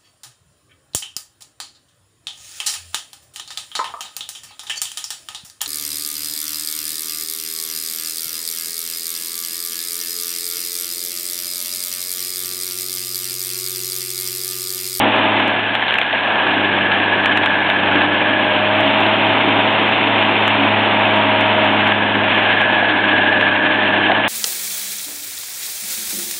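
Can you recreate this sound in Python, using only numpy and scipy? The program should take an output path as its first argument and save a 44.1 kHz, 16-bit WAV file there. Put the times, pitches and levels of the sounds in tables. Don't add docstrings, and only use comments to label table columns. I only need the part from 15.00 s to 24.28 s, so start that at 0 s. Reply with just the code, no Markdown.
import sys
import numpy as np
from scipy import signal
from scipy.fft import rfft, irfft
from scipy.io import wavfile
from scipy.ndimage import uniform_filter1d

SR = 44100
rng = np.random.default_rng(int(sys.argv[2]) if len(sys.argv) > 2 else 0)


def dump_mix(stems):
    frames = np.atleast_2d(stems).T
    limited = np.clip(frames, -1, 1)
    pcm = np.round(limited * 32767).astype(np.int16)
    wavfile.write(sys.argv[1], SR, pcm)


N = 409248


def undb(db):
    return 10 ** (np.asarray(db) / 20)


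def unit(x):
    return x / np.sqrt(np.mean(x ** 2))


def noise():
    return rng.standard_normal(N)


def drift(rate):
    hz = np.arange(1000) * SR / N
    real, imag = rng.standard_normal((2, len(hz)))
    return unit(irfft((real + 1j * imag) * np.exp(-(hz / rate) ** 2), N))


def automation(table):
    return np.interp(np.arange(N) / SR, *np.transpose(table))


def rides(table, ramp_s):
    t = np.arange(N) / SR
    step = lambda s: np.clip((t - s) / ramp_s + .5, 0, 1)
    return sum(np.outer(db, step(start) - step(end)) for start, end, *db in table)


def hits(table, rise_s):
    triggers = np.zeros(N)
    for s, db in table:
        triggers[int(s * SR)] += undb(db)
    age = np.arange(SR // 10) / SR / rise_s
    return signal.fftconvolve(triggers, age * np.exp(1 - age))[:N]


def eq(x, points):
    hz, db = np.transpose(points)
    bins = np.maximum(np.arange(N // 2 + 1) * SR / N, 1)
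    return irfft(rfft(x) * undb(np.interp(np.log(bins), np.log(hz), db)), N)


def ring(x, modes):
    out = 0
    for k, (hz, width, db) in enumerate(modes):
        b, a = signal.iirpeak(hz, hz / width, fs=SR)
        out = out + (-1) ** k * undb(db) * signal.lfilter(b, a, signal.lfilter(b, a, x))
    return out


def tone(cycles, flutter_db, wobble, rate):
    level = np.sqrt(2) * undb(flutter_db * drift(rate))
    return level * np.sin(2 * np.pi * cycles + wobble * drift(rate))


def impacts(per_s, spread_db):
    triggers = rng.random(N) < per_s / SR
    return unit(triggers * noise() * undb(spread_db * noise()))


# time in seconds, firing rate in Hz.
ENGINE_SPEED = [(0.0, 105.4), (0.08, 105.1), (0.8, 106.5), (1.44, 103.5), (1.76, 98.5), (1.84, 98.24),
                (2.16, 101.5), (2.4, 102.1), (2.56, 101.3), (2.8, 98.64), (2.96, 98.2), (3.28, 102.7),
                (3.6, 102.1), (3.76, 104.9), (4.0, 106.0), (5.04, 106.9), (8.48, 101.7), (9.28, 104.3)]
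# time in seconds, control level in dB.
ENGINE_LEVEL = [(0.0, -20), (0.4, -22.5), (1.04, -34.5), (1.6, -24), (2.16, -23.5), (2.72, -26.1),
                (2.96, -20), (3.2, -23.5), (4.56, -20.5), (4.88, -23), (5.04, -21.5), (7.28, -23),
                (7.68, -25), (8.4, -23), (8.64, -25), (8.96, -23), (9.2, -24), (9.28, -24)]
PART_MIX = {"exhaust": (-29.5, 1.1, -0.2), "rumble": (-23, 0.75, 0), "fan": (-29.5, 1.3, -0.86),
            "pump": (-32.5, 0.88, -0.22), "pump_low": (-38, 1, 1.2), "pump_overtones": (-30.5, 1.8, -0.8),
            "whine": (-31.5, 1.3, -1.2), "clatter": (-20.5, 0.44, -0.018), "shred": (-20.5, 0.27, -0.017)}
NO_LOAD_HZ, USUAL_ENGINE_DB = 107, -22

def crankshaft():
    firing_hz = automation(ENGINE_SPEED)
    firings = np.cumsum(firing_hz) / SR
    sag_hz = NO_LOAD_HZ - firing_hz
    swell_db = automation(ENGINE_LEVEL) - USUAL_ENGINE_DB
    faders = {part: base + follow * swell_db + load * sag_hz
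              for part, (base, follow, load) in PART_MIX.items()}
    return firings, sag_hz, faders


FAN_ORDER, PUMP_ORDER, MESH_ORDER = 2.65, 3, 16.775

def drive_whine(firings, whine_db):
    mesh = MESH_ORDER * firings
    fundamental = tone(mesh, flutter_db=4, wobble=0.45, rate=12)
    octave = tone(2 * mesh, flutter_db=1, wobble=0.7, rate=24)
    return undb(whine_db - 4) * (undb(-3.5) * fundamental + octave)


def fan(firings, fan_db):
    blades = FAN_ORDER * firings + .1 * drift(1.6)
    fundamental = tone(blades, flutter_db=3.5, wobble=0.2, rate=23)
    octave = tone(2 * blades, flutter_db=0, wobble=0.98, rate=7.1)
    return undb(fan_db) * (fundamental + undb(-6) * octave)


# multiple of the piston rate, relative level in dB.
PUMP_PARTIALS = [(3, 0), (4, -13), (5, -15), (8, -8)]
# start and end in seconds, then the change in dB of the
PUMP_EFFORT = [(.03, .33, 5.5, 6, 0), (3.1, 3.45, 5.5, 0.5, -1.5), (3.45, 3.95, 9.5, 2, 2),
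               (3.95, 4.7, 5, 5.5, 3), (6.0, 6.78, 8.5, 1, 8), (7.2, 7.85, 5, -3, 5),
               (7.85, 9.1, 4.5, 5.5, 1)]

def hydraulic_pump(firings, song_db, low_db, upper_db):
    song_ride, low_ride, upper_ride = rides(PUMP_EFFORT, ramp_s=0.098)
    pistons = PUMP_ORDER * firings
    low = undb(low_db + low_ride + 0.5) * tone(pistons, flutter_db=3, wobble=0.31, rate=9.6)
    song = undb(song_db + song_ride + 2) * tone(2 * pistons, flutter_db=1.2, wobble=0.2, rate=8)
    upper = sum(undb(db) * tone(k * pistons, flutter_db=1.8, wobble=0.4, rate=9)
                for k, db in PUMP_PARTIALS)
    return low + song + undb(upper_db + upper_ride - 1) * upper


# multiple of the firing rate, relative level in dB.
EXHAUST_PARTIALS = [(1, -3.5), (2, -1), (4, -30.5), (5, -30.5)]
CYLINDER_DB = [4, 1, 0.5, 3, -1, 3]
# frequency in Hz, gain in dB.
RUMBLE_EQ = [(25, -38.5), (45, -36.5), (62, -31), (85, -19.5), (130, -11), (180, -6.5), (250, -1), (320, 0),
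             (420, -2.5), (520, -5), (700, -13.5), (1200, -48)]
SIDE_ON = (5.46, 7.52, 3)

def diesel(firings, sag_hz, exhaust_db, rumble_db):
    side_db, = rides([SIDE_ON], ramp_s=0.5)
    hum = sum(undb(db) * tone(k * firings, flutter_db=0.94, wobble=0.11, rate=6)
              for k, db in EXHAUST_PARTIALS)
    count = firings.astype(int)
    imbalance = undb(CYLINDER_DB) - np.mean(undb(CYLINDER_DB))
    pulses = np.diff(count, prepend=0) * imbalance[count % len(CYLINDER_DB)]
    growl = unit(eq(pulses * (1 + .4 * noise()), RUMBLE_EQ)) * undb(.5 * sag_hz - 10)
    gas = unit(eq(noise(), RUMBLE_EQ)) * undb(drift(25) - 3)
    return hum * undb(exhaust_db + side_db) + undb(rumble_db) * (growl + gas)


def knock(firings):
    pattern = rng.standard_normal(2400)
    position = firings / len(CYLINDER_DB) % 1 * len(pattern)
    return np.interp(position, np.arange(len(pattern)), pattern)


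# frequency in Hz, gain in dB.
CLATTER_EQ = [(300, -41.5), (520, -5), (660, 2), (860, 4), (1050, 0), (1300, -4), (1600, -5), (2400, -49.5)]

def clatter(firings, clatter_db):
    pulse = 1 + 0.15 * np.cos(2 * np.pi * firings) + 0.18 * np.cos(2 * np.pi * PUMP_ORDER * firings)
    strikes = impacts(per_s=12000, spread_db=2) + undb(-5.5) * knock(firings)
    return undb(clatter_db + 0.75) * unit(eq(pulse * strikes, CLATTER_EQ))


# frequency in Hz, filter width in Hz, gain in dB.
HOOD_MODES = [(1530, 190, -7), (1660, 170, 0), (1750, 140, -.5)]

def hood(strikes):
    return unit(ring(strikes, HOOD_MODES))


# frequency in Hz, gain in dB.
SNAP_EQ = [(200, -20.5), (700, -4.5), (1300, -1), (1750, 4), (2600, 3), (3300, 2), (4000, -8),
           (4600, -25.5)]
SPLINTER_PEAK_S, SPLINTER_HALF_LENGTH_S, SPLINTER_DB = 1.0, 0.39, -26.5
SPLINTERS_PER_S, SPLINTER_DECAY_S = 100, 0.0013

def splinters():
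    breaks = (rng.random(N) < SPLINTERS_PER_S / SR) * undb(1.8 * noise())
    bursts = signal.lfilter([1], [1, -np.exp(-1 / (SPLINTER_DECAY_S * SR))], breaks)
    felling = np.exp(-((np.arange(N) / SR - SPLINTER_PEAK_S) / SPLINTER_HALF_LENGTH_S) ** 2)
    return undb(SPLINTER_DB) * felling * unit(eq(bursts * noise(), SNAP_EQ))


# start in seconds, relative peak in dB.
CRACK_CUES = [(.7515, -7), (.7625, -10), (.8245, -6.5), (.8809, -7), (.9073, -7.5), (.9235, -8.5),
              (.940, -8), (.955, -9), (.9845, -3.5), (1.0145, -5.5), (1.031, -10), (1.128, -10),
              (1.917, -6.5), (1.937, -11), (2.0004, -12), (2.258, -1), (2.373, -4.5), (2.459, -4),
              (2.70, -4.5), (3.0165, -6.5), (4.064, -4.5), (5.225, -6), (5.478, -4), (6.92, -6.5),
              (7.528, -5.5), (7.615, -5), (7.9099, -10.5), (8.1818, -9), (8.4103, -7), (9.117, -6)]

def cracks():
    snap = hits(CRACK_CUES, rise_s=0.0011) * unit(eq(noise(), SNAP_EQ))
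    low_cut = signal.butter(2, 400, "high", fs=SR, output="sos")
    clank = hits(CRACK_CUES, rise_s=0.006) * hood(noise())
    return undb(-3.5) * signal.sosfilt(low_cut, snap) + undb(-21) * clank


# start in seconds, relative peak in dB.
THUMP_CUES = [(1.132, -17), (7.825, -17), (9.095, -9.5), (9.118, -13)]
# frequency in Hz, filter width in Hz, gain in dB.
FRAME_MODES = [(490, 86, -10), (686, 170, 6.5), (925, 280, -2.5)]

def thumps():
    return undb(0.5) * hits(THUMP_CUES, rise_s=0.0037) * unit(ring(noise(), FRAME_MODES))


# start and end in seconds, lift in dB.
BRUSH_PASSES = [(.25, 1.2, 4.5), (1.2, 2.1, 8.5), (2.1, 3.05, 9), (3.05, 3.7, 7), (6.7, 7.45, 6.5),
                (7.45, 8.15, 10), (8.15, 8.75, 12), (8.75, 9.5, 9)]
# start and end in seconds,
# change of the clatter in dB, change of the shredding in dB.
GROUND_SCRAPES = [(-.1, .42, 1, 0.5), (.56, .7, -2, -1.5), (1.2, 1.5, 3, 0.8), (2.82, 3.05, 1, 0),
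                  (3.74, 5.45, 1.3, 1.5), (5.45, 6.9, 2, 1.6), (6.92, 7.12, -0.5, -1.5),
                  (7.27, 7.57, 1.5, 2.5)]
BARE_SWING_DB, SWING_PER_BRUSH_DB = 0.31, 0.1084

def drum_feed():
    brush_db, = rides(BRUSH_PASSES, ramp_s=0.29)
    grit_db, scrape_db = rides(GROUND_SCRAPES, ramp_s=0.077)
    bite = undb((BARE_SWING_DB + SWING_PER_BRUSH_DB * brush_db) * drift(37))
    return brush_db, grit_db, scrape_db, bite


# frequency in Hz, gain in dB.
SHRED_EQ = [(500, -36.5), (1300, -9.5), (1950, -1), (2300, 1), (2650, 1.5), (3150, -0.5), (3500, -5),
            (4000, -14.5), (4400, -22.5), (5000, -22.5)]
BARE_HOOD_DB = -29.5

def drum(brush_db, shred_db, bite):
    tearing = unit(eq(impacts(per_s=12000, spread_db=0), SHRED_EQ))
    chips = hood(impacts(per_s=2600, spread_db=1))
    return bite * undb(shred_db + 0.63) * tearing + np.sqrt(bite) * undb(BARE_HOOD_DB + brush_db) * chips


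def scene():
    firings, sag_hz, db = crankshaft()
    brush_db, grit_db, scrape_db, bite = drum_feed()
    engine = diesel(firings, sag_hz, db["exhaust"], db["rumble"]) + fan(firings, db["fan"])
    pump = hydraulic_pump(firings, db["pump"], db["pump_low"], db["pump_overtones"])
    grinding = drum(brush_db, db["shred"] + scrape_db, bite)
    rattle = np.sqrt(bite) * clatter(firings, db["clatter"] + grit_db)
    whine = drive_whine(firings, db["whine"])
    accents = cracks() + thumps() + splinters()
    return (engine + pump + whine + rattle + grinding + accents)[None]


def limiter(x, threshold_db, recovery_db_per_s):
    power = uniform_filter1d(x ** 2, int(.003 * SR))
    level_db = 10 * np.log10(np.maximum(power, 1e-9))
    over_db = np.maximum(level_db - threshold_db, 0)
    recovery = recovery_db_per_s * np.arange(N) / SR
    cut_db = np.maximum.accumulate(over_db + recovery) - recovery
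    return x * undb(-cut_db)


# frequency in Hz, gain in dB.
MIC_EQ = [(3500, 0), (4000, -3), (4350, -11), (4520, -28), (4700, -70), (5000, -90)]
SOFT_CEILING, HARD_CEILING, HIGH_CUT_HZ = 0.72, 0.71, 15800

def record(dry):
    held = limiter(dry, threshold_db=-7.5, recovery_db_per_s=130)
    rounded = held / (1 + (held / SOFT_CEILING) ** 8) ** (1 / 8)
    clipped = np.clip(eq(rounded, MIC_EQ), -HARD_CEILING, HARD_CEILING)
    high_cut = signal.ellip(8, .2, 70, HIGH_CUT_HZ, fs=SR, output="sos")
    return signal.sosfilt(high_cut, clipped)


dry = scene()
out = record(dry)
dump_mix(out)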